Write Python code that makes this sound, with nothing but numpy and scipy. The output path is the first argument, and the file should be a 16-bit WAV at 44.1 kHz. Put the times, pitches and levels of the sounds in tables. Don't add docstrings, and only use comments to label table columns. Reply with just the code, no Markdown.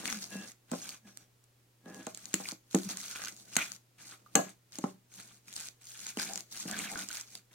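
import sys
import numpy as np
from scipy import signal
from scipy.fft import rfft, irfft
from scipy.io import wavfile
from scipy.ndimage import uniform_filter1d

SR = 44100
rng = np.random.default_rng(int(sys.argv[2]) if len(sys.argv) > 2 else 0)


def waveform_to_disk(signal):
    frames = np.transpose(np.atleast_2d(signal))
    scaled = np.clip(frames, -1, 1) * 32767
    samples = np.round(scaled).astype(np.int16)
    wavfile.write(sys.argv[1], SR, samples)


N = 332514
CUTOFF_HZ = 16100

# (start [s], length [s], crackle [dB], squish [dB], rumble [dB],
# swell [dB]). Event levels are faders, set ahead of each layer's own gain.
FORK_STROKES = [(0.0, 0.051, -54, -55, -51, -8), (0.056, 0.075, -44, -47, -53, 1),
                (0.146, 0.13, -50.5, -58, -57.5, -2), (0.306, .2, -52.5, -57, -59, -3),
                (0.72, 0.08, -54.5, -56.5, -57, -10), (0.823, 0.12, -50, -55.5, -60, -0.5),
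                (1.07, 0.174, -68, -71, -72, -3), (1.884, 0.21, -60, -59.5, -62, 3.5),
                (2.144, 0.18, -59, -66.5, -67.5, 5), (2.34, .17, -48.5, -54, -63, 3.5),
                (2.709, 0.14, -51, -61, -68, 6), (2.894, 0.041, -44, -48.5, -49.5, -9),
                (2.959, 0.16, -47, -52.5, -60, 3.5), (3.156, .13, -50, -51, -64.5, 3.5),
                (3.32, 0.2, -61, -78, -67.5, -2), (3.52, 0.051, -51, -57.5, -65, 3),
                (3.585, 0.056, -46, -40.5, -64, -7), (3.658, .1, -54, -63, -67, -4.5),
                (3.987, .15, -58, -62, -66, 6.5), (4.198, .12, -77.5, -81, -70, -6),
                (4.37, 0.14, -52.5, -56, -55, -13), (4.738, .16, -55.5, -60.5, -69, -3),
                (5.105, 0.1, -57, -63.5, -69.5, 13.5), (5.229, 0.14, -62, -68.5, -70.5, -2.5),
                (5.479, 0.056, -56, -63.5, -69, -2.5), (5.56, 0.11, -46, -55, -66, 0),
                (5.813, 0.28, -52.5, -59.5, -72, 14), (6.189, 0.042, -41.5, -47.5, -52, 0),
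                (6.255, 0.14, -48.5, -52, -52, -1.5), (6.519, 0.11, -46, -56, -61.5, 2),
                (6.68, 0.36, -44.5, -47, -49.5, -3), (7.094, 0.11, -44.5, -49, -66.5, 1),
                (7.266, .12, -57.5, -65, -67.5, 2.5), (7.514, .04, -62, -61.5, -67, 1)]
# (pitch [Hz], level [dB], t60 [s])
KNOCK_RESONANCES = [(192.1, -12.5, 0.28), (228.4, 4.5, 0.048), (269, -5.5, 0.091), (339.7, -0.5, 0.052),
                    (414.5, -7, 0.06), (503.6, -8.5, 0.064), (601, -5, 0.034), (790, -0.5, 0.022),
                    (1047, -8, 0.02), (1257, -14, 0.02)]
# (frequency [Hz], level [dB])
CRACKLE_EQ = [(100, -26.5), (1200, -20), (2500, -15.5), (3500, -7.5), (4300, -3.5), (5400, -4), (6600, 0.5),
              (7250, -1), (8000, -3), (9500, -7.5), (12000, -11), (16000, -20.5)]
# (frequency [Hz], level [dB])
SQUISH_EQ = [(100, -13), (300, -3.5), (550, -18.5), (800, -7), (1100, -6.5), (1450, 1.5), (1900, -2),
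             (2350, 0), (2900, -3.5), (3500, -3), (5000, -13)]


def mince(waver_db=1.5, wavers_per_s=25):
    # (frequency [Hz], level [dB])
    rumble_eq = [(60, -26.5), (110, -16), (150, -10), (195, 0.5), (280, -10.5), (360, -10), (480, -14.5),
                 (600, -17), (780, -14.5), (1200, -21), (2500, -39)]
    fine_pops = grains(per_s=7000, clump_db=3.3, low_hz=1500, high_hz=15500, cycles=9)
    wet_pops = grains(per_s=2400, clump_db=5, low_hz=448, high_hz=3870, cycles=17)
    rumble = colour(diffuse(N), rumble_eq) * from_db(2 * drift(30))
    pressure = from_db(waver_db * drift(wavers_per_s))
    crackle_gain, squish_gain, rumble_gain = layer_gains(FORK_STROKES) * pressure
    return (from_db(1.47) * rms_one(colour(fine_pops, CRACKLE_EQ)) * crackle_gain
            + from_db(-1.5) * rms_one(colour(wet_pops, SQUISH_EQ)) * squish_gain
            + from_db(-1.2) * rms_one(rumble) * rumble_gain)


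def grains(per_s, clump_db, low_hz, high_hz, cycles, spread_db=3.4, wander_db=2.5, spots=14):
    born = rng.random(N) < per_s * from_db(clump_db * drift(45)) / SR
    sizes = born * from_db(spread_db * np.minimum(rng.exponential(1, N), 4)) * rng.choice([-1, 1], N)
    spot, out = rng.integers(0, spots, N), np.zeros((2, N))
    for k, hz in enumerate(np.geomspace(low_hz, high_hz, spots)):
        pops = np.diff(ring(sizes * (spot == k), hz, cycles / hz), prepend=0)
        pops = rms_one(pops) * np.sqrt(hz) * from_db(wander_db * drift(40))
        out += [np.roll(pops, lag) for lag in rng.integers(0, 24, 2)]
    return rms_one(out)


def snaps(fade_s=0.0004, cycles=24, size=512):
    # (time [s], level [dB], midrange send [dB], left over right [dB], ping pitch [Hz])
    loud_snaps = [(0.0558, -17, -13, 5.5, 4450), (0.077, -21.5, -16, 5, 7450), (0.1011, -21, -12, 6, 6400),
                  (0.1262, -18.5, -6, 3, 6100), (0.2284, -28, -16, 4, 5900), (0.2411, -25, -15, 3, 6300),
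                  (0.476, -35, -16, 0, 7200), (0.5183, -37, -16, -1, 7900), (0.7161, -28, 4, -1, 8000),
                  (0.7877, -33, -14, -1, 6000), (0.8916, -23.5, -2.5, -2, 4700),
                  (1.1726, -29, -13, -3, 8300), (1.4405, -48, -15, -3, 10300), (1.8584, -45.5, 1, 6, 3900),
                  (1.9453, -36, -6, -4, 6900), (2.1472, -27.5, -13, -2, 7400),
                  (2.1738, -29.5, -20, -7, 8400), (2.2556, -26, -20, 2, 6960), (2.3317, -33, -16, 3, 6700),
                  (2.4873, -20, -18, 8, 4900), (2.5116, -26, -18, 1, 6300), (2.5187, -25, -17, -1, 7000),
                  (2.7114, -36.5, -11, 3, 4500), (2.7864, -28, -11, 1, 6800), (2.8902, -25, -8, 0, 6470),
                  (2.9716, -22, -14, -2, 7930), (3.0137, -26.5, -15, -1, 6300), (3.112, -27, -19, -1, 7300),
                  (3.2185, -31, -2, -4, 5900), (3.2377, -25, -15, 3, 6700), (3.2485, -25.5, -14, -4, 7100),
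                  (3.2568, -25, -16, -3, 6500), (3.2833, -24, -20, -4, 6300),
                  (3.3651, -36.5, -15, -1, 7300), (3.5556, -24, -6, 8, 6800), (3.7184, -25, -10, 6, 6780),
                  (3.7626, -36.5, -16, 5, 6800), (4.7218, -37.5, -7, 1, 6520), (4.7297, -37, -11, 1, 5400),
                  (4.7559, -31.5, -14, 0, 6600), (5.1393, -37.5, -13, 4, 6800),
                  (5.4823, -38.5, 1.5, 0, 2480), (5.5275, -31, -13, 1, 4300), (5.5385, -31, -18, -2, 7240),
                  (5.564, -22, -17, 1, 7900), (5.6027, -28, -9, -5, 8100), (5.686, -27, -19, -3.5, 6500),
                  (5.8696, -34.5, -13, 5, 7000), (6.0033, -32, -16, 4, 6800), (6.067, -23.5, -20, -1, 7040),
                  (6.1721, -23, -4, -1, 3000), (6.1977, -19.5, -7, -3, 4740), (6.2352, -24, -18, 3, 6900),
                  (6.2482, -27, -6, 1, 5400), (6.2902, -28, -11, -1, 4900), (6.3349, -24, -16, 3, 7640),
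                  (6.3575, -20.5, -17, 2, 7300), (6.3759, -21.5, -14, 0, 7100), (6.4064, -26, -16, 5, 6280),
                  (6.5242, -33, -12, -5, 7500), (6.5735, -27, -10, 0, 6700), (6.626, -33, -9, -3, 8400),
                  (6.7126, -22.5, -6, -4, 7950), (6.7897, -21.5, -4, -3, 8100),
                  (7.0876, -25.5, -20, -8, 7500), (7.1144, -28, -1, -8, 4300), (7.1286, -30, -9, -8, 8700),
                  (7.1538, -27, -2, -5, 6200), (7.1707, -26, -13, -4, 6800), (7.2109, -26, -18, -4, 7770),
                  (7.3527, -23, -19, -2, 4900)]
    bright, dull, pings = np.zeros((3, 2, N))
    for s, db, middle_db, pan_db, hz in list(loud_snaps) + small_snaps():
        gain = from_db(db) * panned(pan_db)
        rasp = unit_energy(burst(fade_s, size) * np.arange(size))
        add(bright, s, gain * rasp)
        add(dull, s, gain * rasp * from_db(middle_db))
        add(pings, s, gain * unit_energy(ring(rasp, hz, cycles / hz)))
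    return from_db(5.5) * (colour(bright, CRACKLE_EQ) + pings) + from_db(3.5) * colour(dull, SQUISH_EQ)


def small_snaps(per_s=24, boost_db=15.5, middle_db=-13.5, scatter_db=2, pocket_hz=(4020, 8950), count=12):
    cues = []
    for start, length, crackle_db, _, _, swell_db in FORK_STROKES:
        ages = np.cumsum(rng.exponential(1, count)) / per_s
        pitches = rng.uniform(*pocket_hz, count)
        scatter = scatter_db * rng.standard_normal((count, 2))
        for age, hz, (size_db, pan_db) in zip(ages, pitches, scatter):
            if age < length:
                db = crackle_db + swell_db * (age / length - .5) + boost_db + size_db
                cues.append((start + age, db, middle_db, pan_db, hz))
    return cues


def squirts(cycles=29):
    # (time [s], level [dB], pitch [Hz], length [s])
    puffs = [(0.078, -42, 2310, 0.0082), (2.454, -45, 2410, 0.0049), (3.03, -63, 1445, .24),
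             (3.157, -48.5, 1500, 0.0049), (3.158, -48, 2400, 0.0025), (3.194, -51, 1500, 0.0048),
             (3.217, -50.5, 1690, .004), (3.236, -51, 1500, .004), (3.584, -41, 1500, .005),
             (3.588, -39.5, 2450, 0.054), (4.259, -60, 1186, 0.0072), (6.186, -46.5, 1890, .006),
             (6.191, -40.5, 4850, 0.011), (6.194, -45, 1550, .009), (6.194, -47.5, 2280, .008),
             (6.272, -53.5, 767, 0.082), (6.661, -54, 723, 0.098), (6.705, -46, 1640, 0.067),
             (6.778, -49, 2200, 0.031), (6.878, -52, 2150, 0.042), (6.886, -53.5, 790, 0.079),
             (6.955, -42, 1500, 0.0047), (6.959, -50.5, 1446, 0.057), (7.102, -49, 1470, 0.0067)]
    out = np.zeros((2, N))
    for s, db, hz, length in puffs:
        size = int(length * SR)
        puff = np.pad(rng.standard_normal((2, size)) * np.hanning(size), ((0, 0), (0, 512)))
        cavity = ring(puff + puff[::-1] / 2, hz, cycles / hz)
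        add(out, s, from_db(db) * rms_one(cavity))
    return out


def fork_on_glass(fade_s=0.0022):
    # (time [s], level [dB], left over right [dB], ring send [dB])
    clinks = [(2.067, -34.5, 0, 1), (2.3408, -19.5, 2, -24.5), (2.7473, -22, 0.5, -12.5),
              (3.566, -14.5, -1, -8.5), (4.354, -12.5, 3, 15), (4.7857, -33, -0.5, 0)]
    # (pitch [Hz], level [dB], t60 [s])
    glass_modes = [(594, -14, 0.082), (1660, -9.5, 0.24), (2725, -17.5, .13), (2902, -14.5, 0.17),
                   (3790, -22, 0.119), (4220, -18, 0.14), (4290, -16, 0.149), (5970, -16, 0.12),
                   (6380, -9.5, .13), (6640, -9.5, .13), (6740, -8, .2), (7000, -14.5, 0.15),
                   (7520, -11.5, .13), (7897, -13, 0.13), (8260, -16, 0.15)]
    # (frequency [Hz], level [dB])
    crack_eq = [(300, -17), (1000, -11.5), (2800, -5), (3500, -9), (4250, -3.5), (4600, -11.5),
                (5600, -10.5), (6600, 4.5), (7250, -2), (7900, 2), (9500, -10.5), (12000, -13.5),
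                (16000, -21)]
    cracks, blows, rings = np.zeros((2, N)), np.zeros(N), 0
    for s, db, pan_db, ring_db in clinks:
        add(cracks, s, burst(fade_s) * from_db(db) * panned(pan_db))
        add(blows, s, from_db([db + ring_db]))
    for hz, db, t60 in glass_modes:
        mode = from_db(db) * ring(blows, hz, t60)
        rings = rings + np.array([np.roll(mode, lag) for lag in rng.integers(0, 10, 2)])
    return from_db(20) * colour(cracks, crack_eq) + from_db(-25) * rings


def scrapes(slips_per_s=1200):
    # (start [s], length [s], low note [dB], middle note [dB], squeak [dB],
    # judder [dB], swell [dB])
    drags = [(.135, 0.047, -61, -72, -78, -66, -5), (0.32, 0.13, -54, -55.5, -67, -54.5, -4),
             (1.054, .012, -68.5, -82, -80, -67, -6), (1.08, 0.17, -81, -83, -70, -76, -2),
             (1.862, 0.15, -59.5, -72, -76, -51.5, 0.5)]
    slips = (rng.random((2, N)) < slips_per_s / SR) * rng.standard_normal((2, N))
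    judder = sum(ring(slips[0], hz, t60) * from_db(db / 2) for hz, db, t60 in KNOCK_RESONANCES)
    low_gain, middle_gain, squeak_gain, judder_gain = layer_gains(drags)
    return (sing(slips[0], hz=1665) * low_gain
            + sing(slips, hz=2710) * middle_gain
            + sing(slips, hz=5800) * squeak_gain
            + rms_one(thin_bass(judder)) * judder_gain)


def sing(slips, hz, t60=0.16):
    note = ring(slips, hz, t60)
    return rms_one(note / np.sqrt(uniform_filter1d(note ** 2, size=400) + 1e-9))


def knocks(split_hz=480, detune=0.037, chatter_s=0.011, rebounds_per_s=500, size=12000):
    # (time [s], level [dB], hardness [dB], chatter [dB])
    landings = [(0.038, -45.5, 5.5, -11), (0.355, -33.5, -12, -23), (0.718, -31.5, -6, 1.5),
                (0.735, -28.5, -3, -5), (1.859, -51, 1, -3), (2.07, -36, 4, -11.5), (2.34, -26, -31, -15),
                (2.402, -41.5, 5, -5.5), (2.524, -40, -4, -18), (2.746, -15.5, -16, -6),
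                (2.757, -19, -29, -11), (3.565, -28.5, -15, -17), (4.353, -24.5, -0.5, 3),
                (4.372, -29.5, -2.5, 0), (4.39, -26, -2.5, -0.5), (4.786, -36, -8.5, -2.5),
                (4.84, -24.5, -4, -1.5), (6.172, -26.5, -17, -2.5), (6.655, -36, -12, -1)]
    out, age = np.zeros((2, N)), np.arange(size) / SR
    blow = age == 0
    for s, db, hard_db, chatter_db in landings:
        rebounds = rng.standard_normal((2, size)) * (rng.random(size) < rebounds_per_s / SR)
        rebounds *= np.exp(-age / chatter_s)
        rebounds *= from_db(chatter_db) / (np.linalg.norm(rebounds, axis=1, keepdims=True) + 1e-9)
        soft = blow + from_db(-1.5) * rebounds[0]
        hard = from_db(hard_db + 3) * (blow * panned(rng.uniform(-1, 1)) + from_db(7.5) * rebounds)
        for hz, mode_db, t60 in KNOCK_RESONANCES:
            pitch = hz * np.exp(detune * rng.normal())
            add(out, s, from_db(db + mode_db) * ring(hard if hz > split_hz else soft, pitch, t60))
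    return from_db(-5.5) * thin_bass(out)


def thin_bass(x, edge_hz=172):
    return signal.sosfilt(signal.butter(5, edge_hz, "high", fs=SR, output="sos"), x)


def groans(waver=0.0256, flutter_db=2.5):
    # (start [s], length [s], level [dB], first pitch [Hz], last pitch [Hz])
    rubs = [(0.105, 0.072, -43, 247.4, 203), (0.357, 0.059, -46, 200, 209), (1.055, .01, -54.5, 216, 201),
            (2.862, 0.011, -36.5, 200, 186), (2.898, 0.047, -48, 188, 186), (6.668, .012, -42, 204.3, 187),
            (6.704, 0.052, -46, 205, 215), (6.834, .012, -45, 214.7, 205.4)]
    out, unsteady = 0, 1 + waver * drift(92.5)
    for start, length, db, first_hz, last_hz in rubs:
        pitch = np.interp(np.arange(N) / SR, [start, start + length], [first_hz, last_hz]) * unsteady
        out = out + from_db(db) * gesture(start, length) * np.sin(2 * np.pi * np.cumsum(pitch) / SR)
    return out * from_db(flutter_db * drift(86.2))


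def kitchen(x, predelay_s=0.002, size=20000):
    # (frequency [Hz], t60 [s])
    decay_times = [(150, 0.38), (500, 0.2153), (2000, 0.24), (7000, 0.27), (15000, 0.27)]
    # (frequency [Hz], level [dB])
    reverb_eq = [(150, -13), (280, -5.5), (550, 1.5), (2000, -2.5), (7000, -6.5), (15000, -5.5)]
    t, noise, tail = np.arange(size) / SR, diffuse(size), 0
    edges = np.geomspace(150, CUTOFF_HZ, 9)
    for low, high in zip(edges, edges[1:]):
        hz = np.sqrt(low * high)
        fade = from_db(-60 * t / at_hz(decay_times, hz)) * (t > predelay_s)
        band = signal.sosfilt(signal.butter(2, [low, high], "band", fs=SR, output="sos"), noise)
        tail = tail + band * fade / np.linalg.norm(fade) * from_db(at_hz(reverb_eq, hz))
    return signal.oaconvolve(x, tail, axes=1)[:, :N]


def room_tone(hum_hz=119.8, hum_db=-70.5, hiss_db=-67):
    # (frequency [Hz], level [dB])
    hiss_eq = [(25, -17.5), (45, -23), (90, -15.5), (200, -17.5), (400, -17), (1000, -22), (3000, -24),
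               (7000, -25.5), (12000, -28), (16000, -28.5)]
    hum = np.sqrt(2) * from_db(hum_db) * np.sin(2 * np.pi * hum_hz * np.arange(N) / SR)
    return hum + from_db(hiss_db) * colour(diffuse(N), hiss_eq)


def diffuse(size):
    # (frequency [Hz], correlation [ratio])
    likeness = [(40, 0.44), (130, 0.62), (290, 0.98), (640, 0.066), (1400, 0.052), (3000, 0.25),
                (15000, 0.096)]
    mid, side = rfft(rng.standard_normal((2, size)))
    alike = at_hz(likeness, np.fft.rfftfreq(size, 1 / SR))
    return irfft(np.sqrt(1 + alike) * mid + np.sqrt(1 - alike) * side * [[1], [-1]], size) / np.sqrt(2)


def hush(x, below_db, depth_db, slope=0.47, above_hz=400):
    bass = signal.sosfilt(signal.butter(1, above_hz, fs=SR, output="sos"), x)
    upper = x - bass
    level_db = 10 * np.log10(uniform_filter1d(np.mean(upper ** 2, axis=0), size=600) + 1e-14)
    return bass + upper * from_db(np.clip(slope * (level_db - below_db), -depth_db, 0))


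def gesture(start, length, swell_db=0, brush_db=-9.5, brush_s=0.029, bite_s=0.017, settle_s=0.018):
    age = np.arange(N) / SR - start
    brush = from_db(brush_db) * np.exp(np.clip(age / brush_s, -20, 0))
    rise = np.maximum(brush, np.clip(1 + age / bite_s, 0, 1) ** 2)
    release = np.exp(-np.clip((age - length) / settle_s, 0, 20))
    return rise * release * from_db(swell_db * (np.clip(age / length, 0, 1) - .5))


def layer_gains(events):
    levels = from_db([row[2:-1] for row in events])
    return levels.T @ np.array([gesture(row[0], row[1], row[-1]) for row in events])


def burst(fade_s, size=1024):
    return unit_energy(rng.standard_normal((2, size)) * np.exp(-np.arange(size) / (fade_s * SR)))


def ring(x, hz, t60):
    r, w = from_db(-60 / (t60 * SR)), 2 * np.pi * hz / SR
    return signal.lfilter([0, np.sin(w)], [1, -2 * r * np.cos(w), r * r], x + 1e-18)


def colour(x, spectrum, size=4096):
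    cepstrum = irfft(np.log(from_db(at_hz(spectrum, np.fft.rfftfreq(size, 1 / SR)))))
    causal = (np.arange(size) > 0) & (np.arange(size) < size // 2)
    response = irfft(np.exp(rfft(2 * cepstrum * causal)))
    return signal.oaconvolve(x, response[None] / np.linalg.norm(response), axes=1)[:, :x.shape[1]]


def drift(rate):
    knots = rng.standard_normal(int(N / SR * rate) + 2)
    return rms_one(np.interp(np.arange(N) / SR * rate, np.arange(len(knots)), knots))


def at_hz(points, hz):
    f, value = np.transpose(points)
    return np.interp(np.log(np.maximum(hz, 1)), np.log(f), value)


def add(track, s, sound):
    start = max(round(s * SR), 0)
    part = track[..., start:start + sound.shape[-1]]
    part += sound[..., :part.shape[-1]]


def panned(db):
    return from_db(np.array([[db], [-db]]) / 2)


def from_db(db):
    return 10 ** (np.asarray(db) / 20)


def rms_one(x):
    return x / np.sqrt(np.mean(x ** 2) + 1e-20)


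def unit_energy(x):
    return x / np.linalg.norm(x, axis=1, keepdims=True)


def scene():
    bowl = mince() + squirts() + fork_on_glass() + scrapes() + groans() + knocks() + snaps()
    return bowl + kitchen(bowl) + room_tone()


def record(dry):
    hushed = hush(dry, below_db=-59, depth_db=5.5)
    rounded = .8 * np.tanh(hushed / .8)
    return signal.sosfilt(signal.ellip(10, .2, 80, CUTOFF_HZ, fs=SR, output="sos"), rounded)


dry = scene()
out = record(dry)
waveform_to_disk(out)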